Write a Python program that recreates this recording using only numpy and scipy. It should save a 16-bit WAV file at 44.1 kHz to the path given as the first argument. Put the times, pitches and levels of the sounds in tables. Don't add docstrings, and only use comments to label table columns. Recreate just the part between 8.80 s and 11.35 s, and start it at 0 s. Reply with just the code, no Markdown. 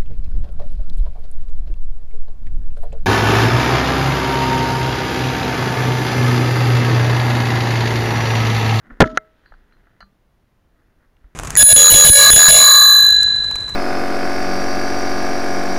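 import sys
import numpy as np
from scipy import signal
from scipy.io import wavfile
from scipy.ndimage import uniform_filter1d

SR = 44100
rng = np.random.default_rng(int(sys.argv[2]) if len(sys.argv) > 2 else 0)


def int16_out(signal):
    q = np.round(np.clip(np.atleast_2d(signal).T, -1, 1) * 32767)
    wavfile.write(sys.argv[1], SR, q.astype(np.int16))


N = 112454
T = np.arange(N) / SR

# f/Hz, relative level/dB
AIR_COLOUR = [(12, -25), (20, 9), (34, 1.5), (87, -6), (207, -11.5), (1040, -23), (2030, -29.5),
              (8400, -43)]
FABRIC_COLOUR = [(60, -0.5), (300, 4.5), (700, -4), (1050, -5.5), (1400, 2.5), (1950, 1.5), (2350, -16.5),
                 (3300, -20.5), (5000, -29.5), (16000, -49)]
SCRAPE_COLOUR = [(100, -17), (300, -6.5), (550, -14), (1000, -4), (1500, 2.5), (2400, -16), (3100, -10.5),
                 (5900, -19.5), (7100, -22), (7800, -42), (8900, -31.5), (10100, -41.5), (11300, -33.5),
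                 (12500, -49), (16000, -61)]
HOUSING_COLOUR = [(40, -36), (150, -24), (450, -16), (700, -8.5), (1100, -12), (1300, -3), (1520, -3),
                  (1720, -1.5), (1980, -7.5), (2250, -15.5), (3200, -18), (5100, -23.5), (6600, -22),
                  (7700, -41), (10500, -37), (15000, -58)]
MICROPHONE_COLOUR = [(7000, 0.5), (7900, -4), (9200, 1.5), (15000, 1)]
# t/s, relative level/dB
CREASE_LEVELS = [(0, -64.5), (0.06, -54.5), (0.125, -51.5), (0.165, -57), (0.455, -60), (0.52, -69),
                 (0.68, -63), (1.17, -67.5), (1.35, -79), (1.88, -79), (1.98, -68.5), (2.2, -72),
                 (2.24, -60.5), (2.28, -78.5), (2.41, -71.5), (2.55, -66)]
SWISH_LEVELS = [(0.35, -79.5), (0.6, -74.5), (1.15, -83), (1.5, -90), (2.35, -94), (2.46, -80.5),
                (2.55, -97)]
SCRAPE_LEVELS = [(0.225, -48), (0.25, -45), (0.262, -36.5), (0.267, -43), (0.274, -39), (0.282, -52),
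                 (0.308, -42.5), (0.338, -58), (0.367, -42), (0.38, -66)]
DRONE_LEVELS = [(0.07, -62), (0.11, -45), (0.15, -64), (0.245, -54), (0.263, -27), (0.292, -48),
                (0.333, -38), (0.365, -45), (0.385, -70)]
# f/Hz, level/dB, base decay/s
HULL_TONES = [(71.24, -19, 0.049), (106.66, -12.5, 0.11), (160, -3.5, .06), (233, 1.5, 0.046),
              (302.8, -6, 0.052), (399, 3, 0.032), (532.5, 1.5, 0.038), (828, -2, 0.029), (960, -10, 0.059)]
HOUSING_WALL_TONES = [(1364, -1, 0.022), (1672, -2, .018), (1843, -3, 0.012), (1974, -6.5, 0.017)]
BOTTLE_TONES = [(431, -33, .5), (635.5, -21.5, .44), (1314, -26, .42)]
RIM_TONES = [(2089, -44, .11)]
GLASS_PITCHES = [1190, 1362, 2950, 3903, 4134, 4580, 5001, 6180]
# level/dB, base decay/s
GLASS_RINGS = [(-5, 0.33), (7, 0.11), (-6, 0.093), (-32, 0.095), (-1.5, 0.17), (-3, 0.14), (-20, 0.083),
               (-17, 0.12)]
# t/s, level/dB, f/Hz, decay/s
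BOAT_BUMPS = [(0.116, -32, 32, 0.2), (0.271, -33, 38.44, 0.34), (0.33, -34.5, 150, .06),
              (0.71, -38, 27.25, 0.46), (1.223, -41, 46.7, 0.136), (1.226, -51, 196, 0.32),
              (2.443, -32.5, 44, 0.13)]
# t/s, level/dB, low edge/Hz, high edge/Hz
GEAR_TAPS = [(0.1051, -31, 200, 1530), (0.6599, -40, 1500, 2220), (0.721, -37, 501, 1422),
             (0.7393, -39.5, 602, 1627), (0.924, -44, 1596, 2808), (1.0703, -45, 703, 1500),
             (1.206, -35, 604, 2250), (1.2105, -38.5, 700, 2600), (1.2261, -38.5, 503, 1886),
             (2.443, -49, 302, 1913)]
# t/s, level/dB, favoured pitch/Hz, spread/octaves, decay factor
GLASS_CLINKS = [(0.6585, -62, 4300, .2, 2), (0.739, -59, 4650, .08, .4), (0.927, -64, 4100, .1, 1),
                (1.2055, -46.5, 2500, 2, .85)]
# t/s, thud level/dB, thud pitch factor, thud decay factor, clack level/dB, high edge/Hz, wall level/dB
BOTTLE_KNOCKS = [(0.2036, 19, 1.04, 0.65, 2, 6000, -12), (0.2065, 12, 1.13, 0.69, 8, 5000, -1.5),
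                 (0.2108, -14.5, 1.0, .5, -11.5, 2393, -4.5), (0.2166, 7.5, 0.82, 0.78, 2.5, 4450, 1.5),
                 (0.2202, -4, 1.5, 0.56, -6.5, 2594, -8.5), (0.223, 11, 1.0, .7, -4.5, 3501, -9.5),
                 (0.2282, -3.5, 0.8, 0.66, -21, 1499, -25), (0.2396, -21.5, 0.5, 1, -19, 2300, -10),
                 (0.257, -12.5, 0.62, 0.75, -31, 4996, -33.5), (0.2751, -35, 1.5, .6, -26, 2230, -30),
                 (0.3738, -20, 1.4, 0.56, -1.5, 9000, -3)]


def amp(db):
    return 10 ** (np.asarray(db) / 20)


def unit(x):
    return x / np.sqrt(np.mean(x ** 2) + 1e-20)


def add(mix, start_s, sound):
    part = mix[max(round(start_s * SR), 0):][:len(sound)]
    part += sound[:len(part)]


def level(curve):
    return amp(np.interp(T, *np.transpose(curve), left=-140, right=-140))


def response(colour, high_hz=None):
    points_hz, db = np.transpose(colour)
    hz = abs(np.fft.fftfreq(4096, 1 / SR))
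    gain = amp(np.interp(np.log(hz + 1), np.log(points_hz + 1), db))
    if high_hz is not None:
        gain = gain / np.sqrt(1 + (hz / high_hz) ** 6)
    spectrum = np.exp(np.conj(signal.hilbert(np.log(gain + 1e-6))))
    return np.fft.ifft(spectrum).real[:len(hz) // 2]


def coloured(x, colour):
    return unit(signal.fftconvolve(x, response(colour))[:N])


def grains(per_s, spread_db):
    size = amp(spread_db * np.minimum(rng.exponential(1, N), 4))
    return size * rng.standard_normal(N) * (rng.random(N) < per_s / SR)


def ring(tones, pitch=1, length=1):
    t = T[:SR]
    return sum(amp(db - 60 * t / (decay_s * length)) * np.sin(2 * np.pi * hz * pitch * t)
               for hz, db, decay_s in tones)


def struck(tones, pitch, length, rise_s):
    sound = ring(tones, pitch, length) * (1 - np.exp(-T[:SR] / rise_s))
    return sound / abs(sound).max()


def river_air():
    return amp(-59.5) * coloured(rng.standard_normal(N), AIR_COLOUR)


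def bag_rustle(swish_hz=3200):
    creases = coloured(grains(per_s=1500, spread_db=1), FABRIC_COLOUR)
    band = signal.butter(2, [swish_hz * 0.68, swish_hz * 1.2], "band", fs=SR)
    swish = unit(signal.lfilter(*band, rng.standard_normal(N)))
    return level(CREASE_LEVELS) * creases + level(SWISH_LEVELS) * swish


def bag_tick(hz=3150, decay_s=0.013):
    burst = rng.standard_normal(SR) * amp(-60 * T[:SR] / decay_s)
    tick = signal.lfilter(*signal.butter(2, [hz * 0.64, hz * 1.1], "band", fs=SR), burst)
    return tick / abs(tick).max()


def glass_clink(favoured_hz, spread, length):
    out = np.zeros(SR)
    for hz, (db, decay_s) in zip(GLASS_PITCHES, GLASS_RINGS):
        flutter = unit(uniform_filter1d(rng.standard_normal(SR), round(0.003 * SR)))
        share = np.exp(-0.5 * (np.log2(hz / favoured_hz) / spread) ** 2)
        out += share * (1 + 0.25 * flutter) * ring([(hz, db, decay_s * length)])
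    return out


def housing_clack(high_hz, buzz_s, rattle, crack_s=0.0062):
    t = T[:SR // 10]
    crack, buzz = rng.standard_normal((2, len(t))) * (1 - np.exp(-t / 0.00075))
    crack *= amp(-60 * t / crack_s)
    buzz *= amp(-60 * t / buzz_s)
    dull_buzz = signal.lfilter(*signal.butter(4, 2030, fs=SR), buzz / np.linalg.norm(buzz))
    shake = 0.99 * crack / np.linalg.norm(crack) + rattle * dull_buzz
    shake[0] += 1
    housing = response(HOUSING_COLOUR, high_hz)
    return signal.fftconvolve(shake, housing / abs(housing).max())


def rummaging():
    out = np.zeros(N)
    for start_s, db, low_hz, high_hz in GEAR_TAPS:
        bass_cut = signal.butter(2, low_hz, "high", fs=SR)
        tap = housing_clack(high_hz, buzz_s=0.044, rattle=1)
        add(out, start_s, amp(db) * signal.lfilter(*bass_cut, tap))
    for start_s, db, favoured_hz, spread, length in GLASS_CLINKS:
        add(out, start_s, amp(db) * glass_clink(favoured_hz, spread, length))
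    soft_start = 1 - np.exp(-T[:SR] / 0.0039)
    for start_s, db, hz, decay_s in BOAT_BUMPS:
        add(out, start_s, soft_start * ring([(hz, db, decay_s)]))
    add(out, 2.3675, amp(-53) * bag_tick())
    return out


def bottle_scrape(drone_hz=252, width_hz=70):
    hiss = coloured(grains(per_s=3000, spread_db=2), SCRAPE_COLOUR)
    edges_hz = [drone_hz - width_hz / 2, drone_hz + width_hz / 2]
    band = signal.butter(2, edges_hz, "band", fs=SR, output="sos")
    hollow = signal.hilbert(signal.sosfilt(band, rng.standard_normal(N)))
    drone = unit(hollow.real / np.sqrt(abs(hollow) + 1e-9))
    return level(SCRAPE_LEVELS) * hiss + amp(2.5) * level(DRONE_LEVELS) * drone


def bottle_knocks():
    out = np.zeros(N)
    for start_s, thud_db, pitch, length, clack_db, high_hz, wall_db in BOTTLE_KNOCKS:
        thud = struck(HULL_TONES, pitch, length, rise_s=0.00056)
        clack = housing_clack(high_hz, buzz_s=0.019, rattle=0.74)
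        wall = struck(HOUSING_WALL_TONES, pitch=1, length=0.81, rise_s=0.0012)
        add(out, start_s, amp(thud_db) * thud)
        add(out, start_s, amp(clack_db) * clack)
        add(out, start_s + 0.0006, amp(wall_db) * wall)
    add(out, 0.2165, ring(BOTTLE_TONES))
    add(out, 0.375, ring(RIM_TONES))
    return signal.lfilter(*signal.butter(1, 50, "high", fs=SR), out)


def scene():
    return (bottle_knocks() + bottle_scrape() + rummaging() + bag_rustle() + river_air())[None]


def record(dry):
    ceiling, hardness, top_hz = 0.74, 5.3, 15800
    squashed = dry / (1 + abs(dry / ceiling) ** hardness) ** (1 / hardness)
    toned = signal.oaconvolve(squashed, response(MICROPHONE_COLOUR)[None])[:, :N]
    treble_cut = signal.firwin(255, top_hz, window=("kaiser", 9), fs=SR)
    return signal.oaconvolve(toned, treble_cut[None], "same")


dry = scene()
out = record(dry)
int16_out(out)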